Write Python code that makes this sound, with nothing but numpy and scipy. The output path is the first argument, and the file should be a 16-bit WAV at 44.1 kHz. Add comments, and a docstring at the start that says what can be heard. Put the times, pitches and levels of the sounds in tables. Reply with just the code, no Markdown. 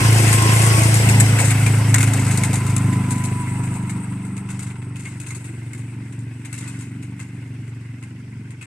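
"""On a meadow a single-cylinder quad bike tows a small steel trailer away from a phone with two microphone ports.
Each firing sends pressure pulses through silencer resonances: a boom, a short bark and rasping gas.
Shaped noise makes casing drone, valve clatter, belt churr, tyre wash and rumble; wavering sines are the gears.
The loose trailer clanks and rattles: scrape bursts excite noise and the ringing modes of a steel frame."""
import sys
import numpy as np
from scipy import signal
from scipy.fft import rfft, irfft
from scipy.io import wavfile
from scipy.ndimage import uniform_filter1d, map_coordinates

SR = 44100
rng = np.random.default_rng(int(sys.argv[2]) if len(sys.argv) > 2 else 0)


def master(y):
    """Save y as 16-bit WAV."""
    cut = np.clip(np.atleast_2d(y).T, -1, 1)
    pcm = np.round(cut * 32767)  # scale
    wavfile.write(sys.argv[1], SR, pcm.astype(np.int16))


N = 384552

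# Noise colours: (frequency [Hz], relative density [dB])
RUMBLE_COLOUR = [(15, -21), (25, -19), (40, -11), (55, -8), (70, -5), (85, 1.5), (110, -33.5)]  # tyres on turf
WASH_COLOUR = [(2500, 2.5), (3200, 2.5), (4000, -7), (4500, -1), (5200, 2.5), (6200, -2.5), (7000, -11.5),
               (8000, -39.5)]  # tyre hiss
DRONE_COLOUR = [(200, -41), (300, 0), (420, 3), (500, 3), (590, -1.5), (700, 2), (900, -0.5), (1150, -22)]  # engine casing
CLATTER_COLOUR = [(600, -35), (780, -11), (1000, -6), (1230, -11), (1530, -2), (1780, -6), (2110, 2),
                  (2350, -6), (2600, -3), (2900, -10), (3300, -18), (4200, -22), (5500, -45)]  # valves, and the knock of the trailer
CHURR_COLOUR = [(550, -31.5), (680, -7.5), (800, -5.5), (1000, 0.5), (1180, -9.5), (1380, -1), (1600, -39),
                (1900, -43)]  # drive belt
SIZZLE_COLOUR = [(6500, -38), (7500, -19), (7800, -2.5), (8300, -2), (8850, -6), (9150, -22.5),
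                 (10000, -8.5), (11000, -25.5)]  # bright hiss in two bands
JANGLE_COLOUR = [(3000, -42.5), (3600, -12.5), (4400, -15), (5600, -16), (6300, -9), (7000, -5.5),
                 (7500, -6), (8100, -1.5), (8800, -6.5), (9250, -9), (10000, -10), (10800, -14.5),
                 (11800, -17.5), (13000, -20.5), (14100, -28)]  # loose steel
RASP_COLOUR = [(70, -16), (110, -28), (170, -2), (220, 2.5), (330, -0.5), (440, -8), (530, -48)]  # gas behind each firing
# Port colouring: (frequency [Hz], left minus right [dB])
PORT_DIFFERENCE = [(500, 0), (1000, -3), (1500, -4), (2100, 0.12), (2700, 5.32), (3500, -2), (5000, 0.15),
                   (6300, 0.1), (7000, 3.9), (8300, 12.4), (10000, 12.7), (12000, 12), (13300, 0.9),
                   (14200, 2.78)]
# Likeness of noise at the two ports: (frequency [Hz], correlation [0-1])
PORT_LIKENESS = [(30, 0.93), (70, .99), (300, 0.99), (550, .94), (800, 0.85), (1200, 0.74), (2200, 0.66),
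                 (3500, .42), (6000, .3), (9000, 0.1)]
# Quad drawing away: (time [s], relative boom level [dB], fade of the running gear [dB])
AWAY = [(0, -15, -1), (.6, -18, -1.5), (1.2, -18.5, -2), (1.9, -18.5, -6.5), (2.4, -17.5, -7.5),
        (2.9, -18.5, -11), (3.3, -22, -13.5), (3.7, -23.5, -16), (4.2, -28, -21.5), (4.8, -28.5, -28),
        (5.4, -30.5, -21.5), (6.2, -31.5, -24), (7.4, -32.5, -24), (8.66, -35, -27.5)]
# Quad turning its tail to the phone: (time [s], lead of the left port [ms], tail pipe shading [dB],
# low-mid lift [dB], growl lift [dB], stereo width [dB])
BEARING = [(0, 0.25, -8, 1, 9.5, 6.5), (.4, 0.21, -11, 4, 7.5, 6.5), (.8, 0.26, -13.5, 8, 9, 7),
           (1.2, 0.17, -1.5, 7, 0.5, 2.5), (1.65, 0.024, -6.5, 9.5, 0.5, 2), (2.5, .02, -1, 2, -2, -1),
           (3.5, -0.074, -1, 3, 0, 2.5), (4.15, -0.0098, 2, 4.5, 1, 2), (4.9, -0.027, 0, 1.5, -2, 0.5),
           (5.6, -0.044, -3, 4.5, 6, 2.5), (6.7, 0.066, 1.5, 3, 3, 1.5), (8.66, -0.069, -3, 5.5, 1, 3)]
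# Rough ground that shakes everything loose: (centre [s], half length to 1/e [s], rise [dB])
ROUGH_GROUND = [(1.015, 0.11, 0), (2.306, 0.18, 3.5), (4.599, 0.13, 10.5), (5.09, 0.16, 6.5),
                (6.669, 0.15, 14)]
# Gear whine: (time [s], pitch [Hz], relative level [dB])
GEAR_WHINE = [(0, 1065, -23), (.12, 1061, -38), (.3, 1055, -32), (.5, 1065, -26), (.56, 1040, -28),
              (.61, 1098, -35), (.78, 1110, -28), (.95, 1143, -41.5), (1.05, 1157, -55), (2.25, 1030, -63),
              (2.4, 1015, -35.5), (2.5, 1008, -43), (2.7, 1015, -34.5), (2.85, 1040, -46), (2.95, 999, -33),
              (3.1, 990, -36), (3.25, 998, -35.5), (3.58, 970, -36), (3.66, 967, -48), (3.9, 958, -43),
              (3.97, 945, -50), (4.2, 917, -60), (8.66, 900, -80)]
# Two lower gear tones, heard only from the side, each: (time [s], pitch [Hz], relative level [dB])
LOW_GEAR_WHINES = [
    [(0, 660, -52), (.2, 721, -33), (.35, 680, -39), (.5, 650, -56), (.7, 686, -33), (.8, 664, -29),
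     (1, 662, -41), (1.25, 660, -77), (1.5, 660, -100)],
    [(0, 960, -67), (.33, 962, -56), (.43, 995, -29), (.55, 984, -34), (.7, 1000, -37), (.9, 990, -68.5),
     (1.1, 995, -100)],
]
# Trailer clanks: (time [s], relative peak [dB], knock over jangle [dB], relative burst length [ms],
# pitch near which the struck member rings [Hz])
CLANKS = [(0.278, -25, 2, 7.7, 1780), (0.328, -11, -7.5, 4, 1780), (0.6166, -17.5, -13, 9.8, 1950),
          (0.663, -16, -24, 2.7, 1700), (0.941, -4, -13.5, 2.3, 2080), (0.999, -35, -6, 7.8, 2060),
          (1.0884, -8.5, -9, 5.5, 2200), (1.2001, 1.5, -17.5, 2.5, 1780), (1.387, -16, -9, 14.3, 2230),
          (1.4442, -20.5, -16, 11, 1650), (1.482, -24, -9, 6, 2100), (1.505, -17, -9, 8, 2210),
          (1.619, -44, 2, 5.4, 1600), (1.6625, -15.5, -5.5, 6.9, 2380), (1.883, -48, -2, 3.6, 1300),
          (1.942, -1.5, -9.5, 4.3, 1995), (1.9815, -12, -14, 6.7, 2140), (2.005, -15, -13, 8.8, 2160),
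          (2.028, -5.5, -12, 4.1, 2200), (2.074, -21.5, -4.5, 7.9, 1480), (2.134, -11, -16, 4.9, 1970),
          (2.193, -22, -11, 5, 2100), (2.265, -26, -15, 6.0, 1500), (2.311, -14.5, -13, 7.7, 2080),
          (2.374, -8, -22, 4.3, 1498), (2.435, -10, -11.5, 6.1, 2210), (2.5, -36, -0.0, 5.4, 2370),
          (2.53, -14, -17, 6.9, 1800), (2.5557, -10.5, -18, 2.8, 2400), (2.6647, -22, -12, 6.8, 1390),
          (2.697, -21, -16, 4.3, 1820), (2.764, -8, -14.5, 3.1, 2340), (2.926, -25.5, -8, 5.7, 2130),
          (3.1058, -20, -15, 12.4, 2440), (3.179, -30, -18, 5.8, 1790), (3.238, -20.5, -15, 9.1, 1750),
          (3.637, -35, -6, 6.0, 1070), (3.739, -30.5, -17, 8.5, 1070), (3.894, -26.5, -9.5, 8.2, 2231),
          (3.962, -44, 1, 5.3, 2080), (4.122, -48, 5, 6.0, 1404), (4.249, -36.5, -10, 8.2, 1395),
          (4.366, -29.5, -9, 7.5, 1280), (4.488, -32, -11.5, 12, 1470), (4.502, -32, -12, 7.8, 2060),
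          (4.591, -27.5, -14.5, 10.5, 2170), (4.624, -27, -20, 6.1, 2560), (4.665, -36.5, -8.5, 16, 1060),
          (4.701, -43, 0.5, 9.1, 1480), (4.756, -49.5, 9, 4.1, 1440), (4.818, -42, -1, 7, 1500),
          (4.957, -33.5, -8.5, 10, 2510), (4.994, -32.5, -18, 23, 2660), (5.0524, -34.5, -10.5, 24, 2150),
          (5.2, -25.5, -14, 6.7, 2540), (5.263, -29, -13.5, 8.6, 2580), (5.2843, -33, -25, 8.9, 2270),
          (5.3048, -29.5, -10, 10, 2110), (5.347, -27, -20, 11.5, 1970), (5.441, -34.5, -11, 12, 1940),
          (5.7323, -28, -9.5, 4.6, 2120), (5.7772, -39.0, -15, 12, 1940), (6.1237, -38, -6, 6, 2000),
          (6.1894, -37, -18, 3.7, 1520), (6.4485, -33.5, -6.5, 10, 2460), (6.527, -25.5, -12, 8.2, 2230),
          (6.578, -27.5, -16, 7.6, 2640), (6.61, -36, -13, 5.4, 1990), (6.6758, -29, -12, 8.6, 2520),
          (6.79, -36, -18, 8.1, 1410), (6.806, -34, -13, 15.5, 2600), (7.025, -35, -8.5, 6.8, 2540),
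          (7.193, -35.5, -8.5, 13, 2100), (7.211, -38, -12.0, 6.9, 2050), (7.463, -52, -2, 7.2, 2130),
          (7.6766, -45, -3, 5.6, 2510), (8.0253, -35, -6.5, 4.9, 2070), (8.5048, -36.5, -6.5, 5.9, 2030),
          (8.611, -40.5, -6.5, 23, 2540)]
# Steel frame modes: (frequency [Hz], relative level [dB], ring time to -60 dB [s])
FRAME_MODES = [(1070, -7, .06), (1290, -6, .07), (1390, -8, .09), (1480, -5, .07), (1600, -9, .06),
               (1780, -7, .06), (1950, -3, .06), (2100, -1, .07), (2150, -1, .07), (2230, -4, .06),
               (2380, -6, .06), (2540, -6, .05), (2640, -8, .04), (3200, -12, .04), (6600, -6, .03),
               (7300, 0, .03), (8050, 0, .04), (8500, -3, .04), (10100, -8, .03)]
# Engine speed: (time [s], firing rate [Hz])
FIRING_RATE = [(0.0, 27.58), (0.3, 27.04), (0.6, 27.61), (0.9, 27.65), (1.2, 27.07), (1.5, 26.77),
               (1.8, 27.12), (2.1, 26.71), (2.4, 25.37), (2.7, 25.85), (3.0, 25.42), (3.3, 25.3),
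               (3.6, 25.01), (3.9, 24.52), (4.2, 24.16), (4.5, 24.28), (4.8, 23.94), (5.1, 24.4),
               (5.4, 23.59), (5.7, 23.2), (6.0, 23.18), (6.3, 23.14), (6.6, 23.56), (6.9, 23.27),
               (7.2, 23.86), (7.5, 23.24), (7.8, 22.9), (8.1, 23.56), (8.4, 23.15), (8.72, 24.0)]
# Hum on a multiple of the firing rate: (time [s], level before its waver [dB])
ENGINE_HUM = [(0, -55), (1, -50), (1.25, -32), (1.6, -40.5), (1.8, -35), (2, -32.5), (2.4, -35.5), (3, -49),
              (3.5, -56), (4.5, -46), (5, -70), (8.66, -62)]
# Bark coming back off trailer, ground and trunks: (delay [ms], level before its drift [dB])
SCATTER = [(7, -8), (17, -5), (24, -7), (31, -6.5), (47, -10)]

# Noise levels: (level before any fade [dB], dB per dB of running-gear fade)
RUMBLE_LEVEL, WASH_LEVEL, DRONE_LEVEL = (-28.5, 1.21), (-24.5, 2.11), (-26, 1.49)
CLATTER_LEVEL, SIZZLE_LEVEL, RATTLE_LEVEL = (-25.5, 1), (-37, 0.65), (-24, 1.323)
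FAR_WASH_DB = -60.5  # grass keeps rustling once the tyres are out of earshot
ROUGH_CLATTER, ROUGH_WASH = 0.49, 0.78  # share of the rough-ground rise
LOAD_ENDS_S = 4.56  # churr and sizzle die faster from here
CHURR_DIES_DB_PER_S, SIZZLE_DIES_DB_PER_S = 13, 6
PATCHY_DB = 2.0  # spread of the flutter in each narrow band
BOUNCE_MS, BOUNCE_DB = (5, 16), (-2, -12)  # ranges of delay and level for the one bounce of each clank

# Resonances: (centre [Hz], width [Hz])
HEADER, CHAMBER, TAIL_PIPE = (160, 102), (110.2, 9), (223, 50)
LOW_MIDS, GROWL, SUB = (195, 80), (325, 35), (92.6, 8.3)
TAIL_PIPE_DB, SUB_LIFT_DB = -0.5, 2.1
BOOM_LAG_MS = .4
BARK_HALF_WIDTH_MS = 1.323  # slug of gas at the outlet, centre to zero crossing
ECHO_MS, ECHO_GAIN = 12.9, -0.3  # the slug returns inverted from the silencer's far end
BARK_DB, RASP_DB, CHURR_DB, CRANK_DB = -5, -15.5, -19, -31  # relative to the boom
SCATTER_DRIFT_DB = 4  # each echo swells and sinks as the quad moves
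HUM_ORDER = 10
BASS_LEAD = .7  # share of the port lead that is left in the exhaust note

AIR_HZ, AIR_SHARE = 10980, 0.54  # above this the air takes a further share of the fade
END_S, TOP_HZ = 8.659, 15466


def undb(db):
    """Gain of a level in dB."""
    return 10 ** (np.asarray(db) / 20)


def unit(x):
    """Scaled to rms 1."""
    return x / np.sqrt(np.mean(x ** 2))


def curves(table):
    """Each column of a timed table as one value a sample."""
    s, *columns = np.transpose(table)
    return [np.interp(np.arange(N) / SR, s, c) for c in columns]


def over_hz(table):
    """A frequency table read at every bin, straight on a log axis."""
    hz, value = np.transpose(table)
    bins_hz = np.arange(N // 2 + 1) * SR / N
    return np.interp(np.log(bins_hz + 1), np.log(hz), value)


def walk(rate):
    """Random levels held 1 / rate s and smoothed twice, with rms 1."""
    k = int(SR / rate)
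    steps = np.repeat(rng.standard_normal(N // k + 1), k)
    return unit(uniform_filter1d(uniform_filter1d(steps, k), k)[:N])


def hiss(colour):
    """Coloured noise at both ports, alike in the bass and nearly unrelated in the treble."""
    mid, side = rfft(rng.standard_normal((2, N)))
    alike = np.clip(over_hz(PORT_LIKENESS), 0, 1)
    pair = np.sqrt(1 + alike) * mid + np.sqrt(1 - alike) * side * np.array([[1], [-1]])
    return unit(irfft(pair * undb(over_hz(colour)), N))


def ring(x, hz, width_hz):
    """Two-pole resonance, gain 1 at the centre."""
    return signal.lfilter(*signal.iirpeak(hz, hz / width_hz, fs=SR), x)


def lift(x, db, hz, width_hz):
    """Raises or lowers one resonant band by db."""
    return x + (undb(db) - 1) * ring(x, hz, width_hz)


def highpass(x, order, hz):
    """Removes what lies below hz, run both ways so that nothing is delayed."""
    return signal.sosfiltfilt(signal.butter(order, hz, "highpass", fs=SR, output="sos"), x)


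def delayed(x, ms):
    """Shifted later by ms, wrapping round the end."""
    return np.roll(x, int(ms * SR / 1000))


def patchy(x, db):
    """Lets narrow bands swell and drop on their own, so that the colour shifts and flutters."""
    bands = signal.stft(x, nperseg=512)[2]
    field = rng.standard_normal(bands.shape[1:])
    field = uniform_filter1d(uniform_filter1d(field, size=3, axis=0), size=4, axis=1)
    return signal.istft(bands * undb(db * unit(field)), nperseg=512)[1][:, :N]


def place(pair, lead_ms, width_db):
    """Widens a pair and lets the left port hear it earlier by the lead."""
    mid = (pair[0] + pair[1]) / 2
    side = undb(width_db) * (pair[0] - pair[1]) / 2
    shift = lead_ms * SR / 2000  # half the lead on each port, in samples
    return np.array([map_coordinates(mid + k * side, [np.arange(N) + k * shift], mode="mirror")
                     for k in (1, -1)])


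def tyre_rumble(db):
    """Low noise of tyres rolling on turf."""
    return undb(db) * hiss(RUMBLE_COLOUR)


def tyre_wash(db):
    """Tyres hissing through grass, wavering slightly."""
    return undb(db + 1.2 * walk(30)) * hiss(WASH_COLOUR)


def casing_drone(db, throb):
    """Noise from the engine casing that swells a little with each firing."""
    return undb(db + 1.2 * walk(18)) * (1 + .2 * throb) * hiss(DRONE_COLOUR)


def valve_clatter(db, throb):
    """Fast-flickering noise that swells a little with each firing."""
    return undb(db + 1.2 * walk(120)) * (1 + .15 * throb) * hiss(CLATTER_COLOUR)


def belt_churr(db):
    """Steady mid-band noise of the drive belt."""
    return undb(db) * hiss(CHURR_COLOUR)


def sizzle(db):
    """Bright hiss with a flickering level."""
    return undb(db + 3.1 * walk(60)) * hiss(SIZZLE_COLOUR)


def gear_whine(table):
    """A gear tone whose level and phase waver."""
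    hz, db = curves(table)
    phase = 2 * np.pi * np.cumsum(hz) / SR + .95 * walk(50)
    return undb(db + 2.8 * walk(25) - 2.5) * np.sqrt(2) * np.sin(phase)


def machinery(turns, drone_db, clatter_db, wash_db, churr_db):
    """Running-gear noises flutter together, with the gear tones on top."""
    throb = np.cos(2 * np.pi * (turns - .15))
    noise = casing_drone(drone_db, throb) + valve_clatter(clatter_db, throb)
    noise = noise + tyre_wash(wash_db) + belt_churr(churr_db)
    tones = sum(gear_whine(table) for table in [GEAR_WHINE, *LOW_GEAR_WHINES])
    return undb(-1.46) * patchy(noise, PATCHY_DB) + tones


def bursts(times, peak, length_ms, tail):
    """Envelope of short scrapes: a quick rise, an exponential fall and an optional longer shiver."""
    env = np.zeros(N + SR)
    for s, a, tau in zip(times, peak, np.clip(length_ms, 1, 20)):
        ms = np.arange(int(tau * SR / (40 if tail else 140))) * 1000 / SR
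        rise = 1 - np.exp(-ms / 0.99)
        fall = np.exp(-ms / tau) + tail * np.exp(-ms / (3.62 * tau))
        i = int(s * SR)
        env[i:i + len(ms)] += a * rise * fall
    return env[:N]


def bouncing_clanks():
    """Every clank followed by one weaker bounce, as columns like those of the clank table."""
    s, db, knock_db, ms, struck_hz = np.transpose(CLANKS)
    gap, drop = rng.random((len(s), 2)).T
    s = np.r_[s, s + np.interp(gap, [0, 1], BOUNCE_MS) / 1000]
    db = np.r_[db, db + np.interp(drop, [0, 1], BOUNCE_DB)] - 2.0
    return s, db, *np.tile([knock_db, 0.92 * ms, struck_hz], 2)


def random_rattle(rattle_db):
    """Envelope of 600 small blows at random times and strengths."""
    when, size, short = rng.random((600, 3)).T
    peak = undb(rattle_db[(when * N).astype(int)] - 9.5 - 3.9 * np.log(1 - .97 * size))
    return bursts(when * N / SR, peak, 3 + 6 * short, 0)


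def frame_ring(s, db, knock_db, ms, struck_hz):
    """Each blow scrapes the steel frame and sets its modes ringing, the struck member most."""
    scrape = hiss([(500, 0.0017), (15000, 0.014)])  # practically white
    out = np.zeros((2, N))
    for hz, mode_db, t60 in FRAME_MODES:
        if hz < 4000:
            part_db = knock_db + 7.5 + 10.7 * np.exp(-((hz - struck_hz) / 70) ** 2)
        else:
            part_db = -6.0
        # every blow lands elsewhere, so each mode gets its own share of it
        share = undb(mode_db + db + part_db + 4 * rng.standard_normal(len(s)))
        width_hz = np.log(1000) / (np.pi * t60)
        out += 8.4 * ring(bursts(s, share, .5 * ms, 0) * scrape, hz, width_hz)
    return out


def trailer(rattle_db):
    """Clanks of the loose hitch and a dense rattle: bright jangle, duller knock and frame modes."""
    s, db, knock_db, ms, struck_hz = bouncing_clanks()
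    rattle = random_rattle(rattle_db)
    jangle = bursts(s, undb(db - 6.5), ms, 0.23) + 0.39 * rattle
    jangle = jangle + 0.51 * undb(rattle_db + 0.95 * walk(34))
    knock = bursts(s, undb(db + knock_db - 6.5), 1.66 * ms, 0.65) + 0.26 * rattle
    chatter = undb(1.44 * walk(250) - 1.75)  # loose steel chatters while it shivers
    noise = chatter * jangle * hiss(JANGLE_COLOUR) + undb(-2.0) * knock * hiss(CLATTER_COLOUR)
    return patchy(noise, PATCHY_DB) + frame_ring(s, db, knock_db, ms, struck_hz)


def firing_pulses(turns):
    """Three impulse trains, one pulse per firing, slightly uneven in timing and strength."""
    at = np.flatnonzero(np.diff(np.floor(turns), prepend=0))
    late, size, sharp, back = rng.standard_normal((len(at), 4)).T
    at = np.clip(at + (0.00011 * SR * late).astype(int), 0, N - 1)
    pulses = np.zeros((3, N))
    pulses[:, at] = -undb([1.4 * size, .9 * size + 1.5 * sharp, .9 * size + 1.6 * back])
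    return pulses


def silencer_boom(pulses):
    """Pulses ring the header and then the chamber; the small outlet radiates no deep bass."""
    return highpass(ring(ring(delayed(pulses, BOOM_LAG_MS), *HEADER), *CHAMBER), 3, 60)


def exhaust_bark(pulses, back_pulses):
    """A short slug of gas and its inverted return ring the tail pipe, then scatter back as echoes."""
    u = np.arange(-300, 301) * 1000 / SR / BARK_HALF_WIDTH_MS
    slug = pulses + ECHO_GAIN * delayed(back_pulses, ECHO_MS)
    slug = signal.fftconvolve(slug, (1 - u ** 2) * np.exp(-u ** 2 / 2), "same")
    bark = highpass(slug + undb(TAIL_PIPE_DB) * ring(slug, *TAIL_PIPE), 3, 95)
    return bark + sum(undb(db + SCATTER_DRIFT_DB * walk(4)) * delayed(bark, ms) for ms, db in SCATTER)


def crank_shake(turns):
    """The crank shakes the frame twice per firing."""
    return np.sqrt(2) * np.sin(2 * np.pi * 2 * turns)


def engine_hum(turns):
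    """A clear, slightly wavering tone on a multiple of the firing rate."""
    level = undb(curves(ENGINE_HUM)[0] + 0.99 * walk(7.2))
    return level * np.sqrt(2) * np.sin(2 * np.pi * (HUM_ORDER * turns + 0.26))


def gas_rasp(turns, db):
    """Turbulent gas that swells behind each firing."""
    return undb(db) * (1 + .5 * np.cos(2 * np.pi * (turns - .2))) * hiss(RASP_COLOUR)


def exhaust(turns, boom_db, shade_db, lead_ms, mids_db, growl_db):
    """Each firing booms in the chamber, barks at the outlet and rasps; bands shift with the bearing."""
    boom_pulses, bark_pulses, back_pulses = firing_pulses(turns)
    note = undb(boom_db) * unit(silencer_boom(boom_pulses))
    note = note + undb(boom_db + BARK_DB + shade_db) * unit(exhaust_bark(bark_pulses, back_pulses))
    note = note + undb(boom_db + CRANK_DB) * crank_shake(turns)
    note = lift(note, mids_db, *LOW_MIDS)
    note = lift(note, growl_db, *GROWL)
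    note = lift(note, SUB_LIFT_DB, *SUB)
    note = note + engine_hum(turns)
    # a small lag between the ports is the slope times the lag
    lag = np.array([[.5], [-.5]]) * lead_ms * SR / 1000 * np.gradient(note)
    return note + lag + lift(gas_rasp(turns, boom_db + RASP_DB), growl_db, *GROWL)


def scene():
    """Tyres, machinery, trailer and exhaust, all fading as the quad leaves."""
    t = np.arange(N) / SR
    boom_db, fade_db = curves(AWAY)
    lead_ms, shade_db, mids_db, growl_db, width_db = curves(BEARING)

    def faded(level):
        """Level in dB following the running-gear fade."""
        return level[0] + level[1] * fade_db

    rough_db = sum(db * np.exp(-((t - s) / half) ** 2) for s, half, db in ROUGH_GROUND)
    # tyre wash and far grass add as powers
    wash_db = 10 * np.log10(undb(2 * faded(WASH_LEVEL)) + undb(2 * FAR_WASH_DB))
    wash_db = wash_db + ROUGH_WASH * rough_db
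    clatter_db = faded(CLATTER_LEVEL) + ROUGH_CLATTER * rough_db
    coasting = np.clip(t - LOAD_ENDS_S, 0, None)
    churr_db = boom_db + CHURR_DB - CHURR_DIES_DB_PER_S * coasting
    sizzle_db = faded(SIZZLE_LEVEL) - SIZZLE_DIES_DB_PER_S * coasting
    turns = .64 + np.cumsum(curves(FIRING_RATE)[0]) / SR  # one turn per firing

    rumble = tyre_rumble(faded(RUMBLE_LEVEL))
    gear = machinery(turns, faded(DRONE_LEVEL), clatter_db, wash_db, churr_db) + sizzle(sizzle_db)
    gear = gear + trailer(faded(RATTLE_LEVEL) + rough_db)
    engine = exhaust(turns, boom_db, shade_db, BASS_LEAD * lead_ms, mids_db, growl_db)
    quad = rumble + place(gear, lead_ms, width_db) + engine
    return quad - (1 - undb(AIR_SHARE * fade_db)) * highpass(quad, 2, AIR_HZ)


def record(dry):
    """Each port colours the sound its own way; peaks are rounded, the top is cut, the end is abrupt."""
    ports = irfft(rfft(dry) * undb(np.outer([.5, -.5], over_hz(PORT_DIFFERENCE))), N)
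    ports = ports / (1 + np.abs(ports / .97) ** 6) ** (1 / 6)
    ports = signal.sosfilt(signal.ellip(8, .3, 45, 14350, fs=SR, output="sos"), ports)
    ports = ports * np.clip((END_S - np.arange(N) / SR) / 0.0017, 0, 1)
    return signal.sosfilt(signal.ellip(8, .2, 70, TOP_HZ, fs=SR, output="sos"), ports)


dry = scene()
out = record(dry)
master(out)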